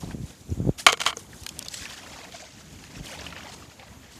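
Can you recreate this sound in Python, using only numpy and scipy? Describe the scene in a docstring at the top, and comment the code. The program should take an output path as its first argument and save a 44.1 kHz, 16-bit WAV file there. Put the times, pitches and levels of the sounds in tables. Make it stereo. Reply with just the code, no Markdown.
"""A fish is dropped onto other fish in a plastic bucket, outdoors, close to the camera's microphone.
First air buffets the microphone, as eddies of pressure over coloured noise, and shoes and clothes stir.
At 0.87 s the fish slaps down, flops over and slides: noise bursts ring the bucket, splash wet, thump its floor.
Small wet ticks, filtered bursts, follow as it settles. Then the person steps back, shoes scuffing over dry
grass and soil (crowds of tiny grains), with a dull rumble as the camera is carried, in quiet air and hiss."""
import sys
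import numpy as np
from scipy import signal
from scipy.fft import rfft, irfft
from scipy.io import wavfile
from scipy.ndimage import uniform_filter1d

SR = 44100
rng = np.random.default_rng(int(sys.argv[2]) if len(sys.argv) > 2 else 0)


def pcm_store(signal):
    """Save signal as 16-bit PCM."""
    levels = np.round(np.clip(np.atleast_2d(signal), -1, 1) * 32767)
    wavfile.write(sys.argv[1], SR, levels.astype(np.int16).T)


N = 184911  # length in samples

# gusts of air at the microphone: (start t/s, length/s, level at the start/dB before the churn's own gain,
# growth/dB per s)
GUST_ROWS = [(0.029, 0.089, -34, 0), (0.136, .11, -32, -30), (0.493, 0.037, -27, -60),
             (0.569, 0.126, -29.5, 58), (2.956, 0.058, -36.5, -1.5)]


def amp(db):
    """Decibels to gain."""
    return 10 ** (np.asarray(db) / 20)


def unit(x):
    """Scales to rms 1."""
    return x / np.sqrt(np.mean(x ** 2) + 1e-20)


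def add(mix, s, sound):
    """Mixes a sound in at time s, in seconds."""
    part = mix[max(round(s * SR), 0):][:len(sound)]
    part += sound[:len(part)]


def gain_at(f, points):
    """Gain at the frequencies f, from (f/Hz, level/dB) points joined along log frequency."""
    hz, db = np.transpose(points)
    return amp(np.interp(np.log(f + 1), np.log(hz), db))


def colour(x, points):
    """Filters by a spectrum of (f/Hz, level/dB) points, with no phase shift."""
    f = np.fft.rfftfreq(len(x), 1 / SR)
    return irfft(rfft(x) * gain_at(f, points), len(x))


def causal(x, points, size=2048):
    """The same colour with minimum phase, so that nothing sounds before a blow."""
    f = abs(np.fft.fftfreq(size, 1 / SR))
    log_gain = np.log(gain_at(f, points))
    taps = np.fft.ifft(np.exp(np.conj(signal.hilbert(log_gain)))).real
    return signal.fftconvolve(x, taps[:size // 2])[:len(x)]


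def drift(rate):
    """Slow random motion of rms 1, with about this many turns a second."""
    f = np.fft.rfftfreq(N, 1 / SR)
    return unit(irfft(rfft(rng.standard_normal(N)) * np.exp(-(f / rate) ** 2), N))


def scatter(start, length, gap, jitter=.8, count=64):
    """Unevenly spaced moments in seconds, one somewhere within each gap."""
    s = np.arange(start, start + length, gap)
    return s + jitter * gap * rng.random(count)[:len(s)]


def contact(t60, size=8192, count=4):
    """The noise of a contact: a dying burst that holds all frequencies about equally."""
    fade = amp(-60 * np.arange(size) / SR / t60)
    x = rng.standard_normal(size) * fade
    for _ in range(count):  # even out the spectrum, then hold it under the fade
        flat = irfft(np.exp(1j * np.angle(rfft(x))))
        x = unit(flat) * np.sqrt(np.mean(fade ** 2))
        x = np.clip(x, -3 * fade, 3 * fade)
    return x


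def at_level(x, db, t60):
    """Gives x the energy of a sound that starts at db and dies by 60 dB in t60."""
    return amp(db) * x / np.linalg.norm(x) * np.sqrt(t60 * SR / np.log(1e6))


def fish(blows, wall_db=-25, wall_t60=.06, spot_db=2.0, detune=0.009, soft_s=0.00051):
    """Each blow rings the bucket, squirts slime between the bodies and thumps the floor."""
    # resonances of the loaded plastic bucket: (f/Hz, width/Hz, level/dB before the width and blow weigh in)
    bucket = [(437, 23, -16), (630, 150, -13), (679, 70, -4.5), (1107, 116, 0), (1235, 50, 0),
              (1249, 62, -0.5), (1391, 93, -1.5), (1600, 140, -10.5), (1910, 280, -8.5), (2138, 26, -2),
              (2267, 53, -1), (2810, 100, -6), (3006, 110, 1.5), (3160, 240, -0.5), (3360, 150, -4.5),
              (3926, 520, -12.5), (4185, 170, -8.5), (4720, 270, -14), (5020, 360, -16.5), (6540, 940, -17)]
    # spectrum of the wet splash: (f/Hz, level/dB, relative)
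    splash = [(200, -14), (700, 4), (2000, 4.5), (4000, 3), (6800, -0.5), (9000, -5), (12000, -14.5),
              (16000, -23.5)]
    thump_hz, thump_t60 = 460, 0.043  # the low note of the bucket's floor, and its decay in s
    t, out = np.arange(8192) / SR, np.zeros(N)

    hz, width, db = np.transpose(bucket)[:, :, None]
    sign = (-1) ** np.arange(len(hz))[:, None]
    modes = sign * amp(db) * width * np.exp(-np.pi * width * t)
    soft_start = 1 - np.exp(-t / soft_s)
    thump = np.sin(2 * np.pi * thump_hz * t) * amp(-60 * t / thump_t60) * soft_start

    for s, ring_db, splash_db, thump_db, t60, hardness in blows:
        spot, load = 2 * rng.random((2, len(hz), 1)) - 1  # every blow lands elsewhere, and the load shifts
        reach = amp(spot_db * spot + hardness * np.log2(hz))  # soft flesh misses the high modes
        tones = np.sin(2 * np.pi * hz * (1 + detune * load) * t)
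        ring = (modes * reach * tones).sum(0)
        add(out, s, at_level(signal.fftconvolve(contact(t60), ring), ring_db, t60))
        add(out, s, at_level(causal(contact(t60), splash), splash_db, t60))
        add(out, s, amp(thump_db) * thump)

    walls = contact(wall_t60)  # sound bounces briefly between the bucket's walls
    return out + amp(wall_db) * signal.fftconvolve(out, walls / np.linalg.norm(walls))[:N]


def slips(uneven_db=1.0, hardness_spread_db=4.0):
    """A sliding body sticks and slips: a quick run of small blows that weaken on the whole."""
    # the body slides on after a heavy blow: (start t/s, length/s, bucket ring level/dB, wet splash level/dB),
    # both levels at the start of the slide
    slithers = [(0.888, .024, -19.5, -31), (1.031, .018, -39, -30.5), (1.068, .037, -19.5, -22.5)]
    gap_s, t60, fade_db_per_s = .007, 0.034, -330
    thump_over_ring_db = -18
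    rows = []
    for start, length, ring_db, splash_db in slithers:
        moments = scatter(start, length, gap_s)
        for s, (force, hardness) in zip(moments, rng.standard_normal((64, 2))):
            db = fade_db_per_s * (s - start) + uneven_db * force
            thump_db = ring_db + db + thump_over_ring_db
            rows.append((s, ring_db + db, splash_db + db, thump_db, t60, hardness_spread_db * hardness))
    return rows


def ticks(rows, skirt_db=-13, ragged_db=5.5, scrape_db=-19, scrape_s=0.0019):
    """Short snaps, each with one ragged resonance and a tiny scrape around it."""
    out, f = np.zeros(N), np.geomspace(50, 20000, 70)
    t = np.arange(-2048, 2048) / SR
    for s, db, hz, octaves, t60 in rows:
        shape = skirt_db * np.log10(1 + (np.log2(f / hz) / octaves) ** 4)
        hump = np.column_stack([f, shape + ragged_db * rng.standard_normal(len(f))])
        add(out, s, at_level(causal(contact(t60), hump), db, t60))
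        scrape = unit(colour(rng.standard_normal(len(t)), hump)) * np.exp(-abs(t) / scrape_s)
        add(out, s + t[0], amp(db + scrape_db) * scrape)  # swells just ahead of the snap
    return out


def snaps(grit):
    """Faint stalks give way under a scraping sole: ticks whose level follows the grit underfoot."""
    per_s, over_grit_db, t60 = 9, 7.5, 0.026
    middle_hz, spread_octaves, width_octaves = 2780, .7, 0.42
    moments = scatter(0, N / SR, 1 / per_s)
    grit_then = np.interp(moments, np.arange(N) / SR, grit)
    levels = 20 * np.log10(grit_then + 1e-9) + over_grit_db
    pitches = middle_hz * 2 ** (spread_octaves * rng.standard_normal(size=64))
    return [(s, db, hz, width_octaves, t60) for s, db, hz in zip(moments, levels, pitches)]


def crunch(spectrum, grains_per_s, cycles, spread_db, smooth, count=60):
    """Many small fractures, each ringing briefly at one of count pitches, over smooth rubbing noise."""
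    t, grains = np.arange(1024) / SR, np.zeros(N)
    for hz in np.linspace(spectrum[0][0], spectrum[-1][0], count):
        chance, size = rng.random((2, N))
        turns = hz * t
        grain = turns * np.exp(-np.pi * turns / cycles) * np.sin(2 * np.pi * turns)
        for i in np.flatnonzero(chance < grains_per_s / count / SR):
            force_db = spread_db * min(-np.log(1 - size[i]), 3)  # mostly weak, a few strong
            add(grains, i / SR, amp(force_db) * np.sqrt(hz) * grain)
    return unit(colour(unit(grains) + smooth * rng.standard_normal(N), spectrum))


def strokes(table):
    """Two gain curves of rubbing strokes: each swells as it presses, then fades; overlaps add in power."""
    t, power = np.arange(N) / SR, np.zeros((2, N))
    for start, rise, t60, *db in table:
        swell = np.sin(np.pi / 2 * np.clip((t - start) / rise, 0, 1))
        fade = np.exp(-np.log(1000) * np.maximum(t - start - rise, 0) / t60)
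        power += (amp(db)[:, None] * swell * fade) ** 2
    return np.sqrt(power)


def scuffs(sole, grit, grass, rustle, sole_db=0, grit_db=-0.2, grass_db=0, rustle_db=0, catch_db=2.02):
    """Soles drag over soil and grass, catching and slipping, while hand and clothes rustle."""
    # relative spectra of sole scrape, grit crunch, grass swish and fine rustle: (f/Hz, level/dB) each
    sole_points = [(150, -26.5), (400, -6), (560, 0.5), (850, 0), (1200, -6.5), (2500, -25)]
    grit_points = [(500, -25.5), (1100, -6), (1400, 0.5), (2200, 3), (3000, 1), (3900, -3.5), (5000, -3),
                   (9000, -19.5)]
    grass_points = [(1500, -30.5), (3200, -1.5), (4400, -1.5), (6400, 1), (8000, -3.5), (10000, -27),
                    (14000, -36.5)]
    rustle_points = [(5000, -25), (9000, -1), (11000, -6), (14500, -14), (16000, -49)]
    out = sole * amp(sole_db) * crunch(sole_points, grains_per_s=600, cycles=6.7, spread_db=1, smooth=1.0)
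    out += grit * amp(grit_db) * crunch(grit_points, grains_per_s=3200, cycles=9, spread_db=3.5, smooth=.7)
    out += grass * amp(grass_db) * crunch(grass_points, grains_per_s=3500, cycles=10, spread_db=3.5, smooth=.85)
    out += rustle * amp(rustle_db) * crunch(rustle_points, grains_per_s=2300, cycles=8, spread_db=0.5, smooth=1.0)
    return out * amp(catch_db * drift(40))


def wind(churn_db=-5, lumpy_db=2, port_hz=78, attack_s=0.012, release_t60=0.054):
    """Single eddies give a suck and a push of pressure, over finer turbulence."""
    # hardest eddies to strike the microphone: (t/s, peak level/dB before the bass is shed, half length/s)
    hard_eddies = [(0.036, -25, .0013), (0.147, -23, 0.0015), (0.237, -27, 0.0025), (0.5002, -15.5, .0075),
                   (0.523, -18, 0.0021), (0.602, -16.5, .0013), (0.675, -18, 0.00097), (0.686, -14, 0.0024),
                   (0.6927, -9, .0011), (1.419, -28, .006), (1.811, -29, 0.0072), (3.005, -28, 0.0036)]
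    # spectrum of the turbulence: (f/Hz, level/dB, relative)
    buffet = [(20, -23), (45, 17), (75, 7.5), (140, 8.5), (250, -4.5), (400, -16), (700, -22.5),
              (1500, -35), (4000, -82)]
    t, out = np.arange(N) / SR, np.zeros(N)
    for s, db, half in hard_eddies + small_eddies():
        u = (t - s) / half
        out += amp(db) * np.pi * u / (1 + u ** 2) ** 2
    # the microphone sheds deep bass
    out = signal.sosfilt(signal.butter(3, port_hz, "high", fs=SR, output="sos"), out)

    churn = unit(colour(rng.standard_normal(N) * amp(lumpy_db * drift(65)), buffet))
    for start, length, db, growth in GUST_ROWS:
        attack = np.clip(1 + (t - start) / attack_s, 0, 1)  # rises just ahead of the start
        release = np.exp(-np.log(1000) * np.maximum(t - start - length, 0) / release_t60)
        level = amp(churn_db + db + growth * np.clip(t - start, 0, length))
        out += churn * attack * release * level
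    return out


def small_eddies(uneven_db=2):
    """Each gust sheds a string of eddies that follow its strength."""
    per_s, over_gust_db, half_s, spread_octaves = 75, 2.5, 0.0017, 0.28
    rows = []
    for start, length, db, growth in GUST_ROWS:
        moments = scatter(start, length, 1 / per_s)
        for s, (force, size) in zip(moments, rng.standard_normal((64, 2))):
            peak_db = db + growth * (s - start) + over_gust_db + uneven_db * force
            rows.append((s, peak_db, half_s * 2 ** (spread_octaves * size)))
    return rows


def carry():
    """Steps and grip reach the microphone through the camera's body, as dull noise."""
    # dull rumble as the camera is carried back: (t/s, level/dB)
    rumble = [(2.3, -72), (2.55, -54.5), (2.902, -52), (2.98, -51), (3.3, -45), (3.45, -53), (3.6, -63)]
    # spectrum of that rumble: (f/Hz, level/dB, relative)
    dull = [(30, -24), (70, 13), (140, 4.5), (300, 1.5), (420, -13), (800, -53)]
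    s, db = np.transpose(rumble)
    level = amp(np.interp(np.arange(N) / SR, s, db))
    return level * unit(colour(rng.standard_normal(N), dull))


def air(level_db=-49.5, waver_db=1.5, patch_db=2):
    """Quiet outdoor rumble and microphone hiss: noise flickering in small patches of time and pitch."""
    # spectrum of the place and the microphone: (f/Hz, level/dB, relative)
    background = [(20, -44), (35, -8.5), (62, 1.5), (130, 0), (260, -1.5), (420, -9.5), (700, -14),
                  (1700, -20), (3500, -22.5), (5400, -24.5), (6900, -16.5), (8200, -26), (14200, -30.5),
                  (15500, -51.5)]
    z = signal.stft(rng.standard_normal(N), nperseg=512)[2]
    patches = uniform_filter1d(rng.standard_normal(z.shape), size=4, axis=0)  # across frequency
    patches = unit(uniform_filter1d(patches, size=5, axis=1))  # across time
    hiss = signal.istft(z * amp(patch_db * patches), nperseg=512)[1][:N]
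    return amp(level_db + waver_db * drift(8.3)) * unit(colour(hiss, background))


def scene():
    """One microphone close to the bucket, the same in both channels."""
    # blows of the fish: (t/s, bucket ring level/dB, wet splash level/dB, floor thump level/dB,
    # t60 of the contact/s, hardness/dB per octave)
    slap_rows = [(0.8651, 1.5, -5, -36, 0.028, 0), (0.8835, -11.5, -23, -22, 0.047, -2),
                 (0.9219, -23.5, -41, -35, 0.053, 9), (0.9293, -41, -9.5, -18, 0.007, 2),
                 (0.9372, -20, -50, -44, 0.013, -1.5), (0.9730, -40, -33, -37, 0.019, -16),
                 (0.9948, -30, -50, -65, .012, 3), (1.0024, -23.5, -25.5, -58, 0.048, 4),
                 (1.0149, -23, -20, -55, 0.031, -1), (1.0560, -31, -26, -45, 0.027, -12),
                 (1.0631, -8, -16, -58, .0177, 0), (1.127, -27, -60, -48, 0.027, -4.5),
                 (1.17, -34.5, -44, -30, .016, -7)]
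    # wet ticks and snapping stalks: (t/s, level/dB, centre f/Hz, width/octaves, t60/s)
    tick_rows = [(0.1087, -34.5, 1650, 0.71, 0.012), (0.502, -40.5, 5860, .2, .014),
                 (1.1698, -23, 6820, 0.14, .01), (1.328, -43, 1770, 0.23, 0.066),
                 (1.4344, -35.5, 4970, 0.82, .02), (1.4645, -21.5, 2590, 1.4, .012),
                 (1.4900, -25.5, 4930, 0.73, .019), (1.5916, -18, 5840, 0.71, 0.0068),
                 (1.6260, -28, 4400, 0.66, 0.011), (1.6485, -33.5, 5200, .48, .014),
                 (1.6595, -36, 4120, .93, 0.03), (1.6839, -21, 5300, 0.61, 0.011),
                 (1.7418, -23.5, 3870, 1.03, .017), (1.8545, -28.5, 2370, 0.19, .018),
                 (2.3230, -35, 2530, .94, .012), (2.3370, -34.5, 680, 0.085, 0.042),
                 (2.4218, -37.5, 704, 0.16, 0.044), (2.8389, -38, 1890, 1.15, .027),
                 (3.0668, -33.5, 3360, .3, .025), (3.2090, -33, 5300, .17, .013),
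                 (3.2644, -27.5, 2780, .16, 0.018), (3.3253, -28.5, 1640, 0.57, .013),
                 (3.3644, -32, 1490, 0.54, 0.014), (3.6221, -39.5, 1210, 0.15, .022),
                 (3.7960, -41, 2450, 0.6, .04)]
    # scrapes of shoes and hand: (start t/s, rise/s, t60 of the fade/s, grit level/dB, sole level/dB),
    # levels before the trims and the catching of the scuffs
    scrapes = [(0.0, .035, .35, -51, -47), (0.085, .025, .15, -51, -53), (0.22, 0.13, 0.16, -55, -57),
               (0.775, 0.032, 0.12, -43, -48.5), (1.15, 0.032, 0.66, -56, -54.5),
               (1.36, 0.09, 0.68, -58.5, -55), (1.53, 0.087, 1.4, -51.5, -53),
               (1.71, 0.16, 1.16, -42.5, -57), (1.93, 0.22, 1.54, -47, -47.5), (2.3, 0.049, 1.45, -48, -60),
               (2.5, 0.56, 4.6, -52, -59.5), (3.0, 0.21, .7, -44, -47), (3.29, 0.088, 1.28, -45, -46.5),
               (3.785, .025, 0.67, -52.5, -50), (3.98, 0.096, 1.1, -54.5, -61)]
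    # brushes against grass and clothes: (start t/s, rise/s, t60 of the fade/s, swish level/dB,
    # fine rustle level/dB), levels likewise
    brushes = [(0.0, 0.0095, 0.66, -49.5, -54), (0.21, 0.06, 1.34, -53.5, -59),
               (0.775, 0.029, 0.2, -41, -45), (1.15, 0.035, 0.48, -50.5, -53),
               (1.28, 0.11, 1.7, -51.5, -56), (1.68, 0.11, 1.25, -42.5, -51.5),
               (2.04, 0.059, 1.04, -48.5, -59), (2.31, 0.036, 1.1, -46, -63), (2.48, .4, 6.2, -55, -68),
               (3.025, .05, 1.1, -46.5, -53.5), (3.46, 0.085, 0.6, -51, -62), (4.1, 0.054, .4, -54, -61.5)]
    grit, sole = strokes(scrapes)
    grass, rustle = strokes(brushes)
    mono = fish(slap_rows + slips()) + ticks(tick_rows + snaps(grit))
    mono += scuffs(sole, grit, grass, rustle) + wind() + carry() + air()
    return np.array([mono, mono])


def record(dry, low_cut_hz=42, edge_hz=14950):
    """The loudest peaks overload the microphone and flatten; deep bass and the top treble are shed."""
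    clipped = dry / (1 + dry ** 10) ** (1 / 10)
    lean = signal.sosfilt(signal.butter(4, low_cut_hz, "high", fs=SR, output="sos"), clipped)
    low_pass = signal.firwin(201, edge_hz, window=("kaiser", 8), fs=SR)
    return signal.oaconvolve(lean, low_pass[None], "same")


dry = scene()
out = record(dry)
pcm_store(out)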